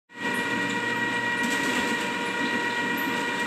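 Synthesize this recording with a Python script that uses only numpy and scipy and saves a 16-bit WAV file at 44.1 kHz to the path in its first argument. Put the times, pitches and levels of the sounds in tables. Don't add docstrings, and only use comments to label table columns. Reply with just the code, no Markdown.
import sys
import numpy as np
from scipy import signal
from scipy.fft import rfft, irfft
from scipy.io import wavfile

SR = 44100
rng = np.random.default_rng(int(sys.argv[2]) if len(sys.argv) > 2 else 0)


def inscribe(sig):
    pcm = np.round(np.clip(np.atleast_2d(sig).T, -1, 1) * 32767)
    wavfile.write(sys.argv[1], SR, pcm.astype(np.int16))


N = 152586
T = np.arange(N) / SR

# [multiple of the shaft speed, level/dB]
MOTOR_ORDERS = [(15, -55), (16, -44.5), (19, -69), (30, -75), (31, -59), (32, -38.5), (33, -61),
                (36, -51.5), (37, -58.5), (40, -66), (44, -58.5), (47, -54.5), (48, -46.5), (49, -48),
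                (53, -50.5), (61, -64), (79, -60), (80, -43.5), (81, -51), (83, -55.5), (97, -49.5),
                (112, -58), (132, -70)]
# [multiple of the shaft speed, level/dB]
WHINE_ORDERS = [(63, -54.5), (64, -34), (65, -45)]
# [t/s, level/dB]
WHINE_LEVEL = [(.27, -0.5), (.65, -2.5), (1.2, 1), (1.55, 1), (1.85, -3), (2.05, -10), (2.27, -13),
               (2.4, 0.5), (2.95, -2.5), (3.12, -8.5), (3.46, -3.5)]
# [depth once a turn/dB, its peak t/s, depth twice a turn/dB, its peak t/s]
TONE_THROB = (1.0, .036, 1.2, .024)
WHINE_THROB = (1.7, .018, .6, .006)
DRUM_THROB = (1.34, 0.03, 0.39, 0.068)
RATTLE_THROB = (0.54, 0.015, 0.4, 0.0048)
# [f/Hz, level/dB per Hz]
RATTLE_SPECTRUM = [(25, -32), (48, -42), (85, -19), (200, 0), (380, 3.5), (590, 2), (720, -7.5), (1000, 0),
                   (1300, -7), (2000, -1), (2250, -6.5), (2700, -1.5), (3100, -8), (3800, -6), (4400, -15),
                   (6000, -19), (7000, -17), (7700, -15), (8600, -22), (10000, -30.5), (12000, -31),
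                   (14000, -31)]
# [t/s, level/dB]
RATTLE_LEVEL = [(.25, 0), (.5, -1), (1, -2), (1.35, -2), (1.55, 1), (1.8, 3.5), (1.95, 0.5), (2.3, -1),
                (2.45, -0.5), (2.7, -1), (3.05, -1), (3.2, 1), (3.46, -0.5)]
# [f/Hz, width/Hz, level/dB]
CASING_MODES = [(446, 37, -7.5), (952, 68, -3.5), (1066, 28, -5), (1428, 35, 3.5), (1565, 25, -8.5),
                (1901, 84, 7.5), (2414, 74, -8.5), (2644, 31, -7), (2863, 53, -5)]
# [f/Hz, width/Hz, level/dB]
HOUSING_MODES = [(92, 8.3, -20), (147.5, 26.5, -13), (193.8, 16.8, -2.5), (246.4, 20.4, 0),
                 (279.6, 24.6, 1.5), (321.5, 20, -7)]
# [t/s, level/dB]
DRUM_LEVEL = [(.25, 1.5), (.9, -1), (1.3, -1), (1.47, -0.5), (1.8, 0.5), (2.05, -2), (2.35, -0.5),
              (2.55, 1), (2.7, -2.5), (3.05, 1.5), (3.46, -0.5)]
# [t/s, f/Hz, level/dB]
THUMPS = [(.545, 247.3, -34.5), (1.06, 280, -33), (1.43, 240, -29), (1.473, 241.4, -32),
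          (1.664, 272.6, -29.5), (1.774, 245, -29), (1.785, 85, -44), (1.91, 243, -33), (2.525, 245, -34.5),
          (2.93, 280, -37), (3.061, 265, -30)]
# [f/Hz, width/Hz, level/dB]
SIZZLE_MODES = [(7660, 340, 2), (8250, 280, -3)]
# [t/s, level/dB, decay/s]
SCRAPES = [(.69, -49, 0.061), (1.43, -33, 0.018), (1.5, -34.5, 0.062), (1.63, -39, 0.12),
           (1.75, -46.5, 0.053), (1.87, -42.5, 0.075), (2.0, -40, 0.034), (3.16, -44.5, 0.082),
           (3.39, -43.5, 0.031)]
# [f/Hz, level/dB per Hz]
SCRAPE_SPECTRUM = [(800, -6), (2500, 5.5), (4000, 2), (5500, -2), (7000, 1.5), (7900, 5), (9000, -5),
                   (11000, -11.5), (14000, -9)]
# [t/s, f/Hz, width/Hz, level/dB, decay/s]
SQUEAKS = [(.335, 9150, 600, -45, .04), (.335, 11100, 900, -46.5, 0.039), (.688, 7250, 507, -40.5, 0.0096),
           (.698, 2500, 300, -36, 0.0085), (0.697, 3570, 600, -35.5, 0.0056),
           (.955, 13400, 600, -56, 0.021), (1.13, 8140, 700, -47, 0.018), (1.367, 9300, 600, -46.5, 0.02),
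           (2.005, 2630, 700, -35.5, .03), (2.25, 10000, 900, -49, 0.026), (2.443, 3720, 500, -34.5, 0.025),
           (2.695, 3700, 600, -40, .02), (2.76, 3170, 250, -38, 0.011), (2.968, 13200, 1000, -37.5, 0.032),
           (3.315, 1760, 300, -32.5, 0.0093)]
# [multiple of the mains frequency, level/dB]
HUM_HARMONICS = [(2, -48.5), (4, -54)]
# [t/s, level/dB]
HUM_LEVEL = [(.3, -6), (1.25, 1), (1.45, -7.5), (2.2, -8.5), (3.46, -6)]
# [t/s, level/dB]
FADE_IN = [(0, -120), (.078, -70), (.098, -23.5), (.15, -16.5), (.19, -8.5), (.25, 2.5)]

SHAFT_HZ, CABLE_HZ, MAINS_HZ = 29.785, 7.95, 60
SHAFT_DRIFT, SHAFT_SWAY = .00027, .0011
TONE_FLUTTER, WHINE_FLUTTER, FLUTTER_HZ = 0.34, 0.16, 24
RATTLE_DB, CASING_DB, RATTLE_PER_S = -36.5, -39.5, 1500
DRUM_DB, DRUM_PER_S = -38, 600
THUMP_RISE_S, THUMP_DECAY_S, THUMP_WOBBLE = .018, .022, 0.0823
CHINK_LOW_HZ, CHINK_HIGH_HZ, CHINK_DB, CHINK_TILT_DB = 1101, 4113, -58.5, -3
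CHINKS_PER_S, CHINK_T60_S = 5, 0.14
SIZZLE_DB = -59
SCRAPE_RISE_S, SQUEAK_RISE_S = .006, .014
ROOM_T60_S, ROOM_DB = 0.4, -4.5
LOW_CUT_HZ, HIGH_CUT_HZ = 53, 14100


def amp(db):
    return 10 ** (np.asarray(db) / 20)


def unit(x):
    return x / np.sqrt(np.mean(abs(x) ** 2) + 1e-20)


def level(points):
    return amp(np.interp(T, *np.transpose(points)))


def colour(x, points):
    hz, db = np.transpose(points)
    f = np.fft.rfftfreq(N, 1 / SR)
    gain = amp(np.interp(np.log(f + 1), np.log(hz), db))
    return unit(irfft(rfft(x) * gain, N))


def ring(x, modes):
    f = np.fft.rfftfreq(N, 1 / SR)
    response = 0
    for hz, width, db in modes:
        response = response + amp(db) / (1 + 1j * (f - hz) / (width / np.sqrt(2))) ** 2
    return unit(irfft(rfft(x) * response, N))


def drift(rate_hz):
    f = np.fft.rfftfreq(N, 1 / SR)
    return unit(irfft(rfft(rng.standard_normal(N)) / (1 + (f / rate_hz) ** 2), N))


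def clicks(per_s, spread_db):
    size = amp(spread_db * np.minimum(rng.exponential(1, N), 4))
    sign = rng.choice([-1, 1], N)
    struck = rng.random(N) < per_s / SR
    return unit(size * sign * struck)


def swing(once_db, once_s, twice_db, twice_s):
    turn = 2 * np.pi * CABLE_HZ
    once = once_db * np.cos(turn * (T - once_s))
    twice = twice_db * np.cos(2 * turn * (T - twice_s))
    return amp(once + twice)


def burst(start, rise, decay):
    age = np.maximum(T - start, 0)
    return np.minimum(age / rise, 1) * np.exp(-np.maximum(age - rise, 0) / decay)


def shaft_tones(orders, flutter, turns):
    out = np.zeros(N)
    for order, db in orders:
        shake = unit(1 + flutter * (drift(FLUTTER_HZ) + 1j * drift(FLUTTER_HZ)) / np.sqrt(2))
        tone = shake * np.exp(2j * np.pi * (order * turns + rng.random()))
        out += amp(db) * np.sqrt(2) * tone.real
    return out


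def motor():
    sway = SHAFT_SWAY * np.sin(2 * np.pi * CABLE_HZ * T)
    speed = SHAFT_HZ * (1 + SHAFT_DRIFT * drift(1) + sway)
    turns = np.cumsum(speed) / SR
    tones = shaft_tones(MOTOR_ORDERS, TONE_FLUTTER, turns) * swing(*TONE_THROB)
    whine = shaft_tones(WHINE_ORDERS, WHINE_FLUTTER, turns) * swing(*WHINE_THROB)
    return tones + whine * level(WHINE_LEVEL)


def drumming():
    knocks = clicks(DRUM_PER_S, spread_db=3.0) * swing(*DRUM_THROB)
    return amp(DRUM_DB) * ring(knocks, HOUSING_MODES) * level(DRUM_LEVEL)


def thumps():
    out = np.zeros(N)
    for start, hz, db in THUMPS:
        cycles = np.cumsum(hz * (1 + THUMP_WOBBLE * drift(rate_hz=59.8))) / SR
        boom = np.sqrt(2) * np.sin(2 * np.pi * cycles)
        out += amp(db) * burst(start, THUMP_RISE_S, THUMP_DECAY_S) * boom
    return out


def rattle():
    contacts = unit(clicks(RATTLE_PER_S, spread_db=1.5) + 0.86 * rng.standard_normal(N))
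    contacts = contacts * swing(*RATTLE_THROB) * amp(0.83 * drift(rate_hz=13))
    coils = amp(RATTLE_DB) * room(colour(contacts, RATTLE_SPECTRUM)) * level(RATTLE_LEVEL)
    casing = amp(CASING_DB) * ring(clicks(RATTLE_PER_S, spread_db=2.5), CASING_MODES)
    return coils + casing


def chinks(count=30):
    t, out = T[:SR // 5], np.zeros(N)
    for place in (np.arange(count) + rng.random(count)) / count:
        hz = CHINK_LOW_HZ * (CHINK_HIGH_HZ / CHINK_LOW_HZ) ** place
        decay = amp(-60 * t / CHINK_T60_S)
        note = np.sin(2 * np.pi * hz * t) * decay * np.minimum(t / .004, 1)
        struck = signal.oaconvolve(clicks(CHINKS_PER_S, spread_db=1), note)[:N]
        out += amp(CHINK_DB + CHINK_TILT_DB * place) * unit(struck)
    sizzle = amp(SIZZLE_DB) * ring(clicks(RATTLE_PER_S, spread_db=4), SIZZLE_MODES)
    return (out + sizzle) * level(RATTLE_LEVEL)


def scrapes():
    force = sum(amp(db) * burst(start, SCRAPE_RISE_S, decay) for start, db, decay in SCRAPES)
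    rasp = colour(clicks(per_s=3000, spread_db=0.5), SCRAPE_SPECTRUM)
    return rasp * force * amp(1.1 * drift(rate_hz=56))


def squeaks():
    out = np.zeros(N)
    for start, hz, width, db, decay in SQUEAKS:
        squeal = ring(rng.standard_normal(N), [(hz, width, 0)])
        out += amp(db) * burst(start, SQUEAK_RISE_S, decay) * squeal
    return out


def hum():
    out = np.zeros(N)
    for multiple, db in HUM_HARMONICS:
        cycles = multiple * MAINS_HZ * T + rng.random()
        out += amp(db) * np.sqrt(2) * np.sin(2 * np.pi * cycles)
    return out * level(HUM_LEVEL)


def room(x):
    t = T[:SR // 2]
    tail = rng.standard_normal(len(t)) * amp(-60 * t / ROOM_T60_S) * (t > .004)
    wet = signal.fftconvolve(x, tail / np.linalg.norm(tail))[:N]
    return (x + amp(ROOM_DB) * wet) / np.hypot(1, amp(ROOM_DB))


def scene():
    machine = motor() + drumming() + thumps() + rattle() + chinks()
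    pulled_cable = room(scrapes() + squeaks())
    return (machine + pulled_cable + hum())[None]


def record(dry):
    bass_cut = signal.butter(3, LOW_CUT_HZ, "high", fs=SR, output="sos")
    heard = signal.sosfilt(bass_cut, dry)
    lowpass = signal.firwin(511, HIGH_CUT_HZ, window=("kaiser", 9), fs=SR)
    return signal.oaconvolve(heard * level(FADE_IN), lowpass[None], "same")


dry = scene()
out = record(dry)
inscribe(out)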